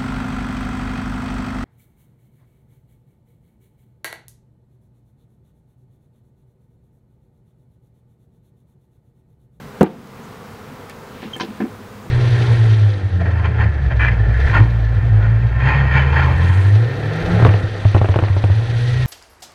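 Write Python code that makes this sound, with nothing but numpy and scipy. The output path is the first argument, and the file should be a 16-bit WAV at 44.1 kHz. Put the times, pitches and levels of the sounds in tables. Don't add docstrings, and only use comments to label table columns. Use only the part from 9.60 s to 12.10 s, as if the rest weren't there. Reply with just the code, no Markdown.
import sys
import numpy as np
from scipy import signal
from scipy.io import wavfile
from scipy.ndimage import uniform_filter1d

SR = 44100
rng = np.random.default_rng(int(sys.argv[2]) if len(sys.argv) > 2 else 0)


def nominal_scale(level):
    x = np.asarray(level, float) / 20
    return 10 ** x


def store_pcm(level_fs):
    pcm = np.round(np.clip(level_fs, -1, 1) * 32767).astype(np.int16)
    wavfile.write(sys.argv[1], SR, np.atleast_2d(pcm).T)


N = 110250


def evened(x):
    return x / np.sqrt(np.mean(x ** 2) + 1e-20)


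def drift(top_hz, count):
    t = np.linspace(0, N / SR, 400)
    f = np.geomspace(.2, top_hz, 16)[:, None]
    curves = []
    for _ in range(count):
        waves = np.sin(2 * np.pi * (f * t + rng.random(f.shape))) / np.sqrt(f)
        curves.append(np.interp(np.arange(N) / SR, t, evened(waves.sum(0))))
    return np.array(curves)


def resonate(x, hz, width):
    return signal.lfilter(*signal.iirpeak(hz, hz / width, SR), x)


def track(sound, rows, *body):
    mix = np.zeros(N)
    for start, *settings in rows:
        heard = sound(*body, *settings)
        part = mix[round(start * SR):][:len(heard)]
        part += heard[:len(part)]
    return mix


# (multiple of wingbeat rate, level [dB])
WINGBEAT = [(1, -4), (2, -3), (3, -10), (4, -8), (5, -7.5), (6, -9.5), (7, -17), (8, -15.5), (9, -20),
            (10, -24.5)]


def swarm():
    bees, wing_hz, swarm_db = 48, 232.3, -40.5
    spread, wander, near_spread_db = .085, .027, 2.5
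    cycle = np.linspace(0, 1, 513)
    beat = sum(nominal_scale(db) * np.sin(2 * np.pi * round(k) * cycle + k * k) for k, db in WINGBEAT)
    own = spread * np.sqrt(3) * np.linspace(-1, 1, bees)[:, None]
    rate = wing_hz * (1 + own + wander * drift(12, bees))
    turns = np.cumsum(rate, 1) / SR + rng.random((bees, 1))
    near = nominal_scale(near_spread_db * drift(6.9, bees))
    return nominal_scale(swarm_db) * evened((np.interp(turns % 1, cycle, beat) * near).sum(0))


# (frequency [Hz], level [dB per Hz])
YARD_SPECTRUM = [(25, -27.5), (120, 3.5), (300, -8.5), (1200, -17), (2500, -20.5), (7000, -30.5),
                 (11000, -34.5), (16500, -32.5)]


def yard():
    yard_db, patchy_db, swell_db = -40, .5, .23
    frames, hz = N // 256 + 5, np.fft.rfftfreq(1024, 1 / SR)
    a, b, patches = rng.standard_normal((frames, 513, 3)).T
    patches = evened(uniform_filter1d(uniform_filter1d(patches, 12, 0), 14, 1))
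    f, db = np.transpose(YARD_SPECTRUM)
    shape_db = np.interp(np.log(hz + 1), np.log(f), db)[:, None]
    spectra = (a + 1j * b) * nominal_scale(shape_db + patchy_db * patches)
    wash = signal.istft(spectra, nperseg=1024, noverlap=768)[1][:N]
    return nominal_scale(yard_db + swell_db * drift(2.9, 1)[0]) * evened(wash)


# (time [s], tone level [dB], octave level [dB])
MACHINE_LEVELS = [(0, -54, -56), (.5, -56, -51), (.75, -56, -47), (1.0, -58, -56), (1.6, -54, -50),
                  (2.0, -48, -54), (2.15, -41, -52), (2.5, -44, -48)]


def hum():
    hum_hz, pitch_wander, waver_db = 100.5, .008, 2.5
    wander, low_waver, high_waver = drift(7.7, 3)
    turn = 2 * np.pi * np.cumsum(hum_hz * (1 + pitch_wander * wander)) / SR
    s, low_db, high_db = np.transpose(MACHINE_LEVELS)
    t = np.arange(N) / SR
    tone = nominal_scale(np.interp(t, s, low_db) + waver_db * low_waver) * np.sin(turn)
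    octave = nominal_scale(np.interp(t, s, high_db) + waver_db * high_waver) * np.sin(2 * turn)
    return tone + octave


def scrape(db, length, hz, width):
    fade_db, grain_db = -14, 3.0
    noise, grain = rng.standard_normal((SR // 2, 2)).T
    t = np.arange(len(noise)) / SR
    rub = noise * nominal_scale(grain_db * evened(uniform_filter1d(grain, 60)))
    for _ in range(5):
        rub = resonate(rub, hz, width)
    return nominal_scale(db + fade_db * (t / length) ** 2) * np.minimum(t / length / .043, 1) * evened(rub)


# (time [s], length [s], level [dB], centre [Hz], width [Hz])
SCRAPES = [(0.208, 0.06, -23.5, 1330, 2800), (0.209, 0.014, -37, 6250, 8000),
           (0.233, 0.012, -45, 8000, 12000), (0.258, 0.024, -36, 2860, 3480), (0.267, 0.16, -31, 212, 300),
           (0.285, 0.083, -49, 2480, 3930), (0.633, 0.042, -56, 6560, 2500),
           (1.299, 0.023, -42.5, 2420, 5900), (1.616, 0.058, -40, 2160, 4270),
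           (1.769, 0.038, -50, 8200, 8000), (1.802, 0.049, -32, 3330, 4230),
           (2.002, 0.047, -35.5, 1487, 2850), (2.424, .04, -57, 7000, 2500), (1.512, 0.86, -49, 2370, 4140)]


def scrapes():
    return track(scrape, [(s, db, length, hz, width) for s, length, db, hz, width in SCRAPES])


def tick(db):
    t60 = .006
    t = np.arange(SR // 50) / SR
    return resonate(nominal_scale(db - 60 * t / t60) * rng.standard_normal(len(t)), 5400, 7300)


# (time [s], level [dB])
TICKS = [
    (.2088, -27),
    (0.2303, -14),
    (1.2972, -28.5),
    (1.3, -40),
    (1.307, -47),
    (1.766, -30),
    (0.473, -36.5),
]


def ticks():
    return track(tick, TICKS)


def knock(modes, db, rise, bright_db):
    wood_t60, t60_slope, mode_split = .105, -.28, .02
    t = np.arange(SR // 4) / SR
    split = 1 + mode_split * rng.uniform(-1, 1, (len(modes), 2, 1))
    ring = 0
    for pair, (hz, mode_db) in zip(split, modes):
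        t60 = wood_t60 * (hz / 200) ** t60_slope
        level_db = mode_db + bright_db * np.log2(hz / 200) - 60 * t / t60
        ring = ring + nominal_scale(level_db) * np.sin(2 * np.pi * hz * pair * t).mean(0)
    return nominal_scale(db) * ring * np.minimum(t / rise, 1)


# (frequency [Hz], level [dB])
HIVE_MODES = [(130, -13), (165, 1.5), (200, 4), (250, 1.5), (320, 2.5), (365, 5), (410, -5.5), (455, -4),
              (500, -5.5), (770, -10), (830, -10.5), (900, -15), (1180, -21), (1604, -27)]
# (time [s], level [dB], rise [s], brightness [dB per octave])
HIVE_KNOCKS = [
    (0.2097, -7, 0.0018, 1.4),
    (0.2139, -3, 0.0022, 0.5),
    (.2275, -10.5, 0.0052, 6.5),
    (.24, -21, 0.0027, -6),
    (.262, -43, 0.0035, 16),
    (0.287, -51, 0.012, 0),
]


def hive_knocks():
    return track(knock, HIVE_KNOCKS, HIVE_MODES)


def fence(x):
    echo_db, echo_t60 = -24, .4
    t = np.arange(SR // 2) / SR
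    tail = rng.standard_normal(len(t)) * (rng.random(len(t)) < .3)
    tail = tail * nominal_scale(-60 * t / echo_t60) * (t > .006)
    tail = signal.lfilter(*signal.butter(2, 1500, fs=SR), tail)
    return nominal_scale(echo_db) * signal.fftconvolve(x, tail / np.linalg.norm(tail))[:N]


# (frequency [Hz], level [dB])
BOX_MODES = [(220, 0), (258, 1.5), (292, -3), (335, -2), (430, -7.5), (600, -16.5), (765, -12.5),
             (1012, -20.5), (1750, -20.5), (2200, -28)]
# (time [s], level [dB], rise [s], brightness [dB per octave])
BOX_KNOCKS = [(1.2966, -59.5, .001, 14.5), (1.626, -30, 0.0053, 6.5), (1.652, -16, 0.01, -24),
              (1.762, -36, 0.0017, 7.5), (1.808, -27.5, 0.0021, 8), (1.829, -21, 0.0068, 3.5),
              (1.885, -14, 0.011, -22), (2.002, -18.5, 0.0036, 4.53), (2.016, -2.5, 0.017, -9.5),
              (2.046, -25, 0.0072, 4), (2.189, -38, 0.0043, -2.5), (2.457, -30.5, 0.0083, 2.5)]


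def box_knocks():
    return track(knock, BOX_KNOCKS, BOX_MODES)


SQUEAK_OVERTONES = [-23, -42, -42]


def squeak(length, db, hz, throbs):
    sag, fade_db, throb_depth = .012, -14, .8
    t = np.arange(0, length, 1 / SR)
    turn = 2 * np.pi * np.cumsum(hz * (1 - sag * t / length)) / SR
    tone = np.sin(turn) + sum(nominal_scale(d) * np.sin((k + 2) * turn) for k, d in enumerate(SQUEAK_OVERTONES))
    throb = 1 - throb_depth * np.cos(np.pi * throbs * t) ** 2
    return nominal_scale(db + fade_db * t / length) * throb * np.sin(np.pi * t / length) ** .1 * tone


# (time [s], length [s], level [dB], pitch [Hz], throbs [per s])
SQUEAKS = [
    (1.733, .032, -19, 3160, 112),
    (1.808, .021, -25, 3080, 90),
    (1.848, .011, -40, 5000, 70),
    (1.848, .015, -48, 12950, 60),
    (1.803, .03, -47, 9200, 30),
]


def squeaks():
    return track(squeak, SQUEAKS)


# (frequency [Hz], level [dB])
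LID_MODES = [(760, -12), (1005, 2.5), (1400, -6), (1560, -2.5), (2100, -10), (2500, -11), (3150, -10),
             (4090, -11), (4650, -14), (5400, -15), (6100, -17)]
# (time [s], level [dB], rise [s], brightness [dB per octave])
LID_KNOCKS = [
    (1.7985, -22, 0.001, 0.35),
    (1.807, -28.5, 0.0015, 2.85),
    (1.816, -53, .002, 8),
]


def lid_knocks():
    return track(knock, LID_KNOCKS, LID_MODES)


def scene():
    work = scrapes() + ticks() + hive_knocks() + box_knocks() + squeaks() + lid_knocks()
    work = signal.lfilter(*signal.butter(2, 90, "high", fs=SR), work)
    return (swarm() + yard() + hum() + work + fence(work))[None]


def low_pass(x):
    return signal.sosfilt(signal.butter(12, 16860, fs=SR, output="sos"), x)


def record(dry):
    duck_from_db, duck_share, back_db_per_s, clip = -19, .6, 42, 1.0
    smooth = [1 / 800], [1, 1 / 800 - 1]
    power_db = 10 * np.log10(signal.lfilter(*smooth, dry[0] ** 2) + 1e-12)
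    fall = np.arange(N) * back_db_per_s / SR
    held_db = np.maximum.accumulate(power_db + fall) - fall
    over_db = np.maximum(held_db - duck_from_db, 0)
    duck_db = signal.lfilter(*smooth, duck_share * over_db)
    loud = np.clip(dry / nominal_scale(duck_db), -clip, clip)
    edge = signal.firwin(1023, 15780, window=("kaiser", 9), fs=SR)[None]
    return low_pass(signal.oaconvolve(loud, edge, "same"))


dry = scene()
out = record(dry)
store_pcm(out)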